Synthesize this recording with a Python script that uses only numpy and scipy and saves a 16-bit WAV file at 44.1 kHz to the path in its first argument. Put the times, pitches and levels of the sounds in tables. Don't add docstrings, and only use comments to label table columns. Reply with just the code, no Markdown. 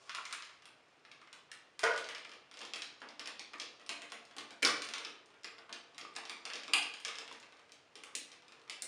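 import sys
import numpy as np
from scipy import signal
from scipy.fft import rfft, irfft
from scipy.io import wavfile

SR = 44100
rng = np.random.default_rng(int(sys.argv[2]) if len(sys.argv) > 2 else 0)


def materialize(psi):
    bounded = np.clip(np.atleast_2d(psi).T, -1, 1)
    quanta = np.round(bounded * 32767).astype(np.int16)
    wavfile.write(sys.argv[1], SR, quanta)


def volts_from_decibels(level):
    exponent = np.asarray(level, float) / 20
    return 10 ** exponent


N = 391166
SIZE = 2048
BINS_HZ = np.arange(SIZE // 2 + 1) * SR / SIZE

# f/Hz, level/dB per Hz
AIR_COLOUR = [(15, -31), (25, -10), (141, -4.5), (218, -10.5), (281, -7), (344, -7), (619, -4.5),
              (862, -7.5), (2450, -9.5), (2640, -9), (3320, -14), (11000, -43), (14300, -66), (22000, -120)]
# f/Hz, level/dB
MICROPHONE = [(30, -16.5), (200, 1), (5600, 0), (6000, 1.5), (7400, 1.5), (8000, -3.5), (8700, 3),
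              (10200, -5), (11300, -19), (12200, -52), (13200, -20), (14800, -17), (16000, -53)]
# t/s after the sound, level/dB
ECHOES = [
    (.0029, -7),
    (.0065, -16),
    (.0102, -13),
    (.0222, -12),
    (.0335, -16),
]
# f/Hz, level/dB
FACING = [(200, -10), (1500, -2), (2800, 1), (3400, 3.5), (3900, 2), (4400, 3.5), (5100, 6.5), (5650, 6.5),
          (5900, 1), (12000, -3.5)]
# f/Hz, time to fall 60 dB/s, level/dB
TAIL = [(149, 0.96, -37), (404, 0.76, -26.5), (1040, 0.51, -25.5), (2320, 0.49, -22.5), (4340, 0.5, -26.5),
        (5480, 0.43, -26), (5770, 0.41, -29), (9400, 0.3, -30.5), (14900, .26, -33)]
# f/Hz, width/Hz, level/dB
ROOM_MODES = [(698, 8.1, 13), (1180, 130, 4.5)]
# f/Hz, time to fall 60 dB/s, level/dB
STANDING_WAVES = [(119.5, 0.69, -50), (234, 0.4, -49.5), (294.6, 0.59, -48), (341, 0.39, -52),
                  (455, 0.28, -40.5), (491.6, 0.4, -46.5)]
MOVES_S = 0.3

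# t/s, level/dB, dullness/dB
RATTLE = [
    (0.0, -47.5, 7.5),
    (0.34, -46, -41),
    (0.64, -60.5, 7),
    (5.01, -58, 9),
    (5.21, -61.5, 13),
    (6.87, -53, 8.5),
    (7.829, -60, 7),
    (8.87, -60.5, 15),
]
# t/s, level/dB, f/Hz
HINGE = [
    (.085, -60, 1450),
    (.097, -35, 1399),
    (0.139, -42, 1280),
    (.152, -31, 1180),
    (.208, -30, 981),
    (0.254, -43, 930),
    (0.319, -57, 1300),
    (.37, -33, 1250),
    (.44, -48, 1200),
]
# t/s, peak level/dB, f/Hz
HOLLOW_KNOCKS = [(1.1145, -42, 2320), (1.2177, -44, 1160), (1.516, -41, 1670), (1.836, -29, 455),
                 (1.836, -35.5, 342), (3.017, -37, 1520), (3.54, -33, 2400), (3.534, -39, 3100),
                 (5.6923, -40, 1240), (6.0498, -32, 1220), (5.588, -45, 4700), (6.14, -52, 8400),
                 (6.161, -31, 8250), (6.1665, -47, 1704), (7.313, -38, 1040), (8.0366, -33, 2340),
                 (8.151, -30, 2270), (8.154, -25, 7000), (8.6971, -35.5, 2130),
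                 (0.0947, -37, 1360), (.0947, -36, 2080), (.15, -53, 2020), (0.151, -35, 1370),
                  (.183, -31, 1380), (0.211, -38, 1370), (0.335, -35, 1440), (0.349, -38, 1830),
                  (1.0502, -47, 1950), (1.7946, -38, 1010), (1.7928, -57, 2150), (1.8335, -22, 690),
                  (1.8665, -38, 1510), (2.109, -35, 3000), (2.251, -36, 2400), (2.7356, -38, 3220),
                  (2.8203, -35, 3400), (3.021, -43, 910), (3.041, -46, 1410), (3.058, -50, 394),
                  (3.0887, -41, 4750), (3.3953, -45, 840), (3.535, -38, 1360), (3.6, -36, 2240),
                  (3.6, -33, 3340), (3.618, -50, 2320), (3.893, -38, 3430), (4.1209, -40, 1100),
                  (4.3844, -37, 1160), (4.6295, -14.5, 2260), (4.633, -37, 460), (4.849, -45, 1160),
                  (5.049, -40, 1180), (5.444, -36, 2220), (6.1641, -34, 4570), (6.6347, -43, 1810),
                  (7.1863, -43, 1210), (8.138, -48, 1200)]

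# shortest/s, longest/s
CLOSE_ECHO_S = (.0008, .0036)
SMEAR_S = 0.0011

# lowest f/Hz, highest f/Hz, coupling level/dB
THUD = (213, 615, -3.5)
SHELL = (846, 1433, -5)
PANEL = (1870, 3800, 2.18)
JOINT = (4000, 6330, -6)
TICK = (6030, 9700, 9.97)
# t/s, joint peak level/dB, body level/dB
LIGHT_TOUCHES = [(0.075, -67, 10), (0.3099, -43.5, -2), (0.451, -43.5, -15), (0.4932, -57, 3.5),
                 (0.622, -52.5, -3.5), (1.216, -55.5, 0), (1.2736, -56.5, 0.5), (1.4882, -73, 11),
                 (1.9377, -40, -2.5), (2.0705, -46, -16), (2.1817, -43, -11), (2.248, -45, -4.5),
                 (2.2937, -47, -6), (2.3168, -45.5, -5), (2.3358, -48, -6), (2.5133, -44.5, -8.5),
                 (2.5408, -45, -8), (2.5717, -42, -8.5), (2.591, -39, -18), (2.615, -38.5, -5),
                 (2.6512, -38, -11), (2.782, -48, -15), (3.004, -51.5, -11), (3.5827, -48, -19),
                 (3.797, -52, -1.5), (3.8141, -54, -3), (3.8637, -42.5, -15), (4.101, -46, -17),
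                 (4.252, -45.5, -19), (4.3112, -53.5, 0),
                 (5.0964, -48, -11), (5.259, -51.5, -23), (5.3034, -60, -2), (5.3417, -61.5, 2),
           (5.4341, -44.5, -13), (5.5828, -51, 1), (5.9462, -51, -5.5), (6.153, -45, -4), (7.208, -58, -11),
           (7.2781, -43.5, -3), (7.326, -41, -12), (7.4, -45, -19), (7.4283, -49.5, -3),
           (7.5236, -53.5, -1.5), (7.5692, -58, -10), (7.594, -54.5, -5.5), (7.6942, -56.5, -4.5),
           (8.0694, -55, 1.5), (8.3175, -46, -8), (8.33, -48, -11), (8.422, -56, -3), (8.4817, -49, -7),
           (8.5216, -47, -6.5), (8.596, -59, -7), (8.6162, -54, -12), (8.678, -53, -2)]
# t/s, joint peak level/dB; then body, hollow thud and tick
# level/dB against the joint
FIRM_CLICKS = [(0.0943, -35.5, -4.5, -41, -18.5), (0.1485, -34, -4, -42, -12.5),
               (0.2533, -36, -5.5, -58, -14.5), (0.3265, -34.5, -2.5, -35, -7), (0.4233, -38.5, -8.5, -33, -21),
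               (0.6552, -49, -2, -17, -5.5), (1.0507, -50, -4, -21, -25), (1.116, -45.5, -8, -25, -20),
               (1.3289, -42.5, -6.5, -21, -12), (1.516, -39.5, -5.5, -29, -11), (1.7927, -34.5, -5, -31, -9),
               (1.9619, -37.5, -9, -11.5, -17), (1.9774, -33, -6.5, -22, -12.5), (2.043, -36, -13, -24, -24),
               (2.0886, -37, -1.5, -21, -11), (2.1489, -33, -10.5, -28, -22), (2.6064, -43, -6, -9, -21),
               (2.6323, -42.5, -9, -10, -21), (2.7356, -28.5, -11.5, -22, -23), (2.76, -36.5, -6.5, -18, -15),
               (2.8203, -31, -11.5, -30, -18.5), (3.0181, -48, 4, -1.5, -20), (3.0874, -46, -8, -15, -18),
               (3.105, -50, -6, -8, -24),
               (3.195, -32.5, -9, -22, -18.5), (3.2579, -36, -6.5, -24, -19), (3.2739, -31.5, -11, -17, -17),
           (3.3946, -30.5, -14, -25, -21.5), (3.5342, -43, 0.5, -9.5, -18), (3.599, -28, -17.5, -26, -23),
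           (3.6171, -32, -12, -17, -27), (3.8925, -26.5, -9.5, -19.5, -17.5),
           (4.0194, -40.5, -2.5, -14, -12.5), (4.12, -38.5, -3.5, -10, -9.5), (4.366, -44, -4, -3.5, -6.5),
           (4.3836, -33, -8, -23, -15), (4.5066, -45, -4, -6, -13), (4.8203, -27.5, -11, -31, -18.5),
           (4.849, -35, -22, -33, -17), (4.8882, -35.5, -8, -15.5, -15), (4.937, -28, -7.5, -25, -19),
           (4.9817, -34, -10, -17.5, -17.5), (5.049, -30, -11.5, -21, -23), (5.4448, -31, -9.5, -21.5, -21),
           (5.6943, -54.5, 7, 3, -11), (5.727, -30, -12.5, -23, -22), (5.981, -37, -6, -17, -11),
           (6.012, -37, -14.5, -14, -33),
               (6.1641, -35, -4, -14, -13), (6.253, -38.5, -8.5, -24, -20), (6.2963, -30.5, -9, -20, -17.5),
           (6.453, -30, -9, -17.5, -18.5), (6.5011, -37.5, -2.5, -43, -19), (6.535, -29, -13.5, -18.5, -23),
           (6.5556, -32, -12, -20, -22), (6.6343, -39, -7.5, -25, -18), (6.6801, -37.5, -4.5, -8.5, -20.5),
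           (6.7822, -38, -21, -46, -4), (6.827, -33, -38, -19.5, -17), (6.9387, -37.5, -8.5, -22, -17),
           (7.002, -46, -9, -30, -8), (7.0495, -24.5, -11.5, -24, -20.5), (7.0819, -33, -6.5, -31, -18),
           (7.155, -34.5, -12.5, -28, -23), (7.1852, -32, -10.5, -19, -18.5), (7.3127, -50, 2, -6, -13),
           (7.72, -41.5, -16.5, -24, -15), (7.9552, -39.5, -11, -15, -18), (8.0363, -43, -6.5, -12.5, -6),
           (8.152, -27, -15.5, -25.5, -6), (8.6974, -28.5, -13.5, -25, -18.5),
           (8.8216, -33, -13.5, -20, -1)]

# contacts (t/s, peak level/dB), colour of the part (f/Hz, level/dB), time to let go/s
FEET = ([(1.8325, -22), (1.8375, -16.5), (1.8415, -26.5)], [(41, -64), (70, -43), (105, -24.5), (170, -56),
         (385, -33), (460, -5.5), (703, -11.5), (850, -12), (945, -7), (1270, -13.5), (1470, -1.5),
         (1780, -11.5), (1980, -8), (2450, -18), (9090, -27.5), (11000, -43.5), (14300, -79),
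         (22000, -120)], 0.00298)
LID_FREE = ([(4.6225, -18), (4.6272, -9.5)], [(88, -25.5), (150, -15.5), (433, 13.5), (857, -12), (2220, 7),
             (3020, 0), (3610, -12), (3950, -4.5), (5080, -8), (9880, -9.5), (11000, -17.5), (14300, -60),
             (22000, -120)], 0.00566)
LID_STOP = ([(4.649, -7), (4.6715, -21.5)], [(88, -55), (150, -11), (193, -48), (231, -17), (382, -18),
             (418, -25), (500, -18), (827, -14.5), (1370, -8.5), (1820, -16.5), (2430, -14.5),
             (5460, -11.5), (7820, -23), (9530, -20.5), (11000, -33), (14300, -63), (22000, -120)], 0.00268)
LOCK = ([(6.7345, -7)], [(41, -79), (70, -42), (107, -28), (178, -31), (229, -13), (501, -25), (703, -11.5),
         (1240, -14), (1940, -13.5), (2660, 0.5), (3900, -14), (4450, -12), (4800, -5), (5200, -22),
         (5710, -21.5), (9290, -11), (11000, -28.5), (14300, -67), (22000, -120)], 0.0023)


def on_log_hz(hz, points_hz, values):
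    return np.interp(np.log(np.maximum(hz, 1)), np.log(points_hz), values)


def causal(gain_db):
    cepstrum = irfft(np.log(volts_from_decibels(gain_db)))
    cepstrum[..., 1:SIZE // 2] *= 2
    cepstrum[..., SIZE // 2 + 1:] = 0
    return irfft(np.exp(rfft(cepstrum)))


def colour(points):
    return causal(on_log_hz(BINS_HZ, *np.transpose(points)))


def smear(waves, longest_s):
    late = rng.random((len(waves), 32)) ** 2 * longest_s
    delay_s = np.array([np.interp(BINS_HZ, np.linspace(0, 16000, 32), row) for row in late])
    shift = np.exp(-2j * np.pi * np.cumsum(delay_s, axis=1) * SR / SIZE)
    again_s = np.interp(rng.random((len(waves), 1)), [0, 1], CLOSE_ECHO_S)
    again = 1 + volts_from_decibels(-8) * np.exp(-2j * np.pi * BINS_HZ * again_s)
    return irfft(rfft(waves) * again * shift)


def lay(times, waves, longest_s):
    out = np.zeros(N + SIZE)
    fade = np.cos(np.linspace(0, np.pi / 2, SIZE))
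    starts = (np.asarray(times) * SR).astype(int)
    for start, wave in zip(starts, smear(np.array(waves), longest_s)):
        out[start:start + SIZE] += wave * fade
    return out[:N]


def air():
    shape = volts_from_decibels(on_log_hz(np.arange(N // 2 + 1) * SR / N, *np.transpose(AIR_COLOUR)))
    hum = irfft(rfft(rng.standard_normal(N)) * shape, N)
    return hum / hum.std() * volts_from_decibels(-69)


def room_tails(places, size):
    hz, frames_s, noise = signal.stft(rng.standard_normal((places, size)), SR, nperseg=1024)
    band_hz, t60_s, db = np.transpose(TAIL)
    t60_s = np.maximum(on_log_hz(hz, band_hz, t60_s), 0.05)
    fall_db = on_log_hz(hz, band_hz, db)[:, None] - 60 * frames_s / t60_s[:, None]
    weight = volts_from_decibels(2 * fall_db)
    power = np.sum(np.abs(noise) ** 2 * weight, axis=2) / np.sum(weight, axis=1)
    noise = noise / np.sqrt(power / np.mean(np.abs(noise) ** 2))[..., None]
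    tails = signal.istft(noise * volts_from_decibels(fall_db), SR, nperseg=1024)[1][:, :size]
    modes_db = sum(db * np.exp(-((BINS_HZ - hz) / width) ** 2) for hz, width, db in ROOM_MODES)
    return signal.fftconvolve(tails, causal(modes_db)[None], axes=1)[:, :size]


def room(places, size=36000):
    early = np.zeros(size)
    early[0] = 1
    for delay_s, echo_db in ECHOES:
        early[int(delay_s * SR)] = volts_from_decibels(echo_db)
    early = signal.fftconvolve(early, colour(FACING))[:size]
    t = np.arange(size) / SR
    tails = room_tails(places, size) * (1 - np.exp(-(t / 0.002) ** 2))
    standing = sum(volts_from_decibels(db - 60 * t / t60) * np.sin(2 * np.pi * hz * t) for hz, t60, db in STANDING_WAVES)
    return early, tails + standing * (1 - np.exp(-t / 0.01))


def reverberate(x, tails):
    hop = int(MOVES_S * SR)
    padded = np.pad(x, (hop, 2 * hop))
    out = np.zeros(N + 4 * hop + tails.shape[1])
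    fade = np.sin(np.pi * np.arange(2 * hop) / (2 * hop))
    for k, tail in enumerate(tails):
        wet = signal.fftconvolve(padded[k * hop:(k + 2) * hop] * fade, tail)
        out[k * hop:k * hop + len(wet)] += wet
    return out[hop:hop + N]


def rattle(taps_per_s=600, spread_db=-1.5):
    s, db, dull_db = np.transpose(RATTLE)
    t = np.arange(N) / SR
    taps = (rng.random((2, N)) < taps_per_s / SR) * volts_from_decibels(spread_db * rng.exponential(size=(2, N)))
    taps = taps * np.sign(rng.standard_normal((2, N)))
    joints = signal.butter(1, [1800, 7500], "band", fs=SR, output="sos")
    shells = signal.butter(3, [280, 1500], "band", fs=SR, output="sos")
    sharp = signal.sosfilt(joints, taps[0])
    dull = signal.sosfilt(shells, taps[1])
    mix = sharp / sharp.std() + dull / dull.std() * volts_from_decibels(np.interp(t, s, dull_db) - 7.0)
    return mix * volts_from_decibels(np.interp(t, s, db) - 25.0)


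def hinge(width_hz=160, slips_per_s=900):
    s, db, hz = np.transpose(HINGE)
    t = np.arange(N) / SR
    slips = (rng.random(N) < slips_per_s / SR) * rng.standard_normal(N)
    swell = signal.sosfilt(signal.butter(2, width_hz, fs=SR, output="sos"), slips)
    tone = np.sin(2 * np.pi * np.cumsum(np.interp(t, s, hz)) / SR)
    level_db = np.interp(t, s, db, left=-120, right=-120) - 16.5
    return swell / swell.std() * tone * volts_from_decibels(level_db)


def rings(q=10):
    s, db, hz = np.transpose(HOLLOW_KNOCKS)
    cycles = hz[:, None] * np.arange(SIZE) / SR
    fading = np.sin(2 * np.pi * cycles) * np.exp(-np.pi * cycles / q)
    return lay(s, volts_from_decibels(db - 2.5)[:, None] * fading, SMEAR_S)


def clicks(s, db, body_db, thud_db, tick_db):
    low_hz, high_hz, coupling_db = np.transpose([THUD, SHELL, PANEL, JOINT, TICK])
    parts_db = np.transpose([thud_db, 1.564 * body_db, 0.69 * body_db, 0 * db, tick_db])
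    parts_db = parts_db + coupling_db - 20 * np.log10(2 * (high_hz - low_hz) / SR)
    edges_hz = np.ravel(np.transpose([1.4 * low_hz, 0.82 * high_hz]))
    gain_db = np.array([on_log_hz(BINS_HZ, edges_hz, np.repeat(row, 2)) for row in parts_db])
    gain_db += on_log_hz(BINS_HZ, [90, THUD[0]], [-35, 0])
    ripple_hz = np.geomspace(200, 16000, 40)
    ripple = rng.standard_normal((len(s), 40))
    gain_db += 1.8 * np.array([on_log_hz(BINS_HZ, ripple_hz, row) for row in ripple])
    return lay(s, causal(gain_db + db[:, None]), SMEAR_S)


def touches(s, db, body_db, set_down_s=1.83):
    thud_db = body_db + np.where(s < set_down_s, -19.5, -9)
    return clicks(s, db, body_db, thud_db, 0 * db - 17.5)


def snap(contacts, points, release_s, tilt_db=0.5):
    hz, db = np.transpose(points)
    housing_db = on_log_hz(11000, *np.transpose(MICROPHONE)) - on_log_hz(hz, *np.transpose(MICROPHONE))
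    part_db = db + housing_db + tilt_db * np.log2(hz / 1000)
    wave = colour(np.transpose([hz, part_db])[hz <= 11500])
    wave = wave / np.abs(wave).max()
    times = [s for s, _ in contacts]
    return lay(times, [volts_from_decibels(peak_db + 4.5) * wave for _, peak_db in contacts], release_s)


def scene():
    early, tails = room(int(N / int(MOVES_S * SR)) + 2)
    firm = clicks(*np.transpose(FIRM_CLICKS))
    light = touches(*np.transpose(LIGHT_TOUCHES))
    loud = sum(snap(*part) for part in (FEET, LID_FREE, LID_STOP, LOCK))
    toy = firm + light + loud + rattle()
    hollow = rings() + hinge()
    direct = signal.fftconvolve(toy + hollow, early)[:N]
    echoing = reverberate(toy + volts_from_decibels(-14) * hollow, tails)
    return (direct + echoing + air())[None]


def roll_off(x):
    return signal.sosfilt(signal.butter(12, 16150, fs=SR, output="sos"), x)


def record(dry):
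    mix = signal.fftconvolve(dry, colour(MICROPHONE)[None], axes=1)[:, :N]
    return roll_off(mix)


dry = scene()
out = record(dry)
materialize(out)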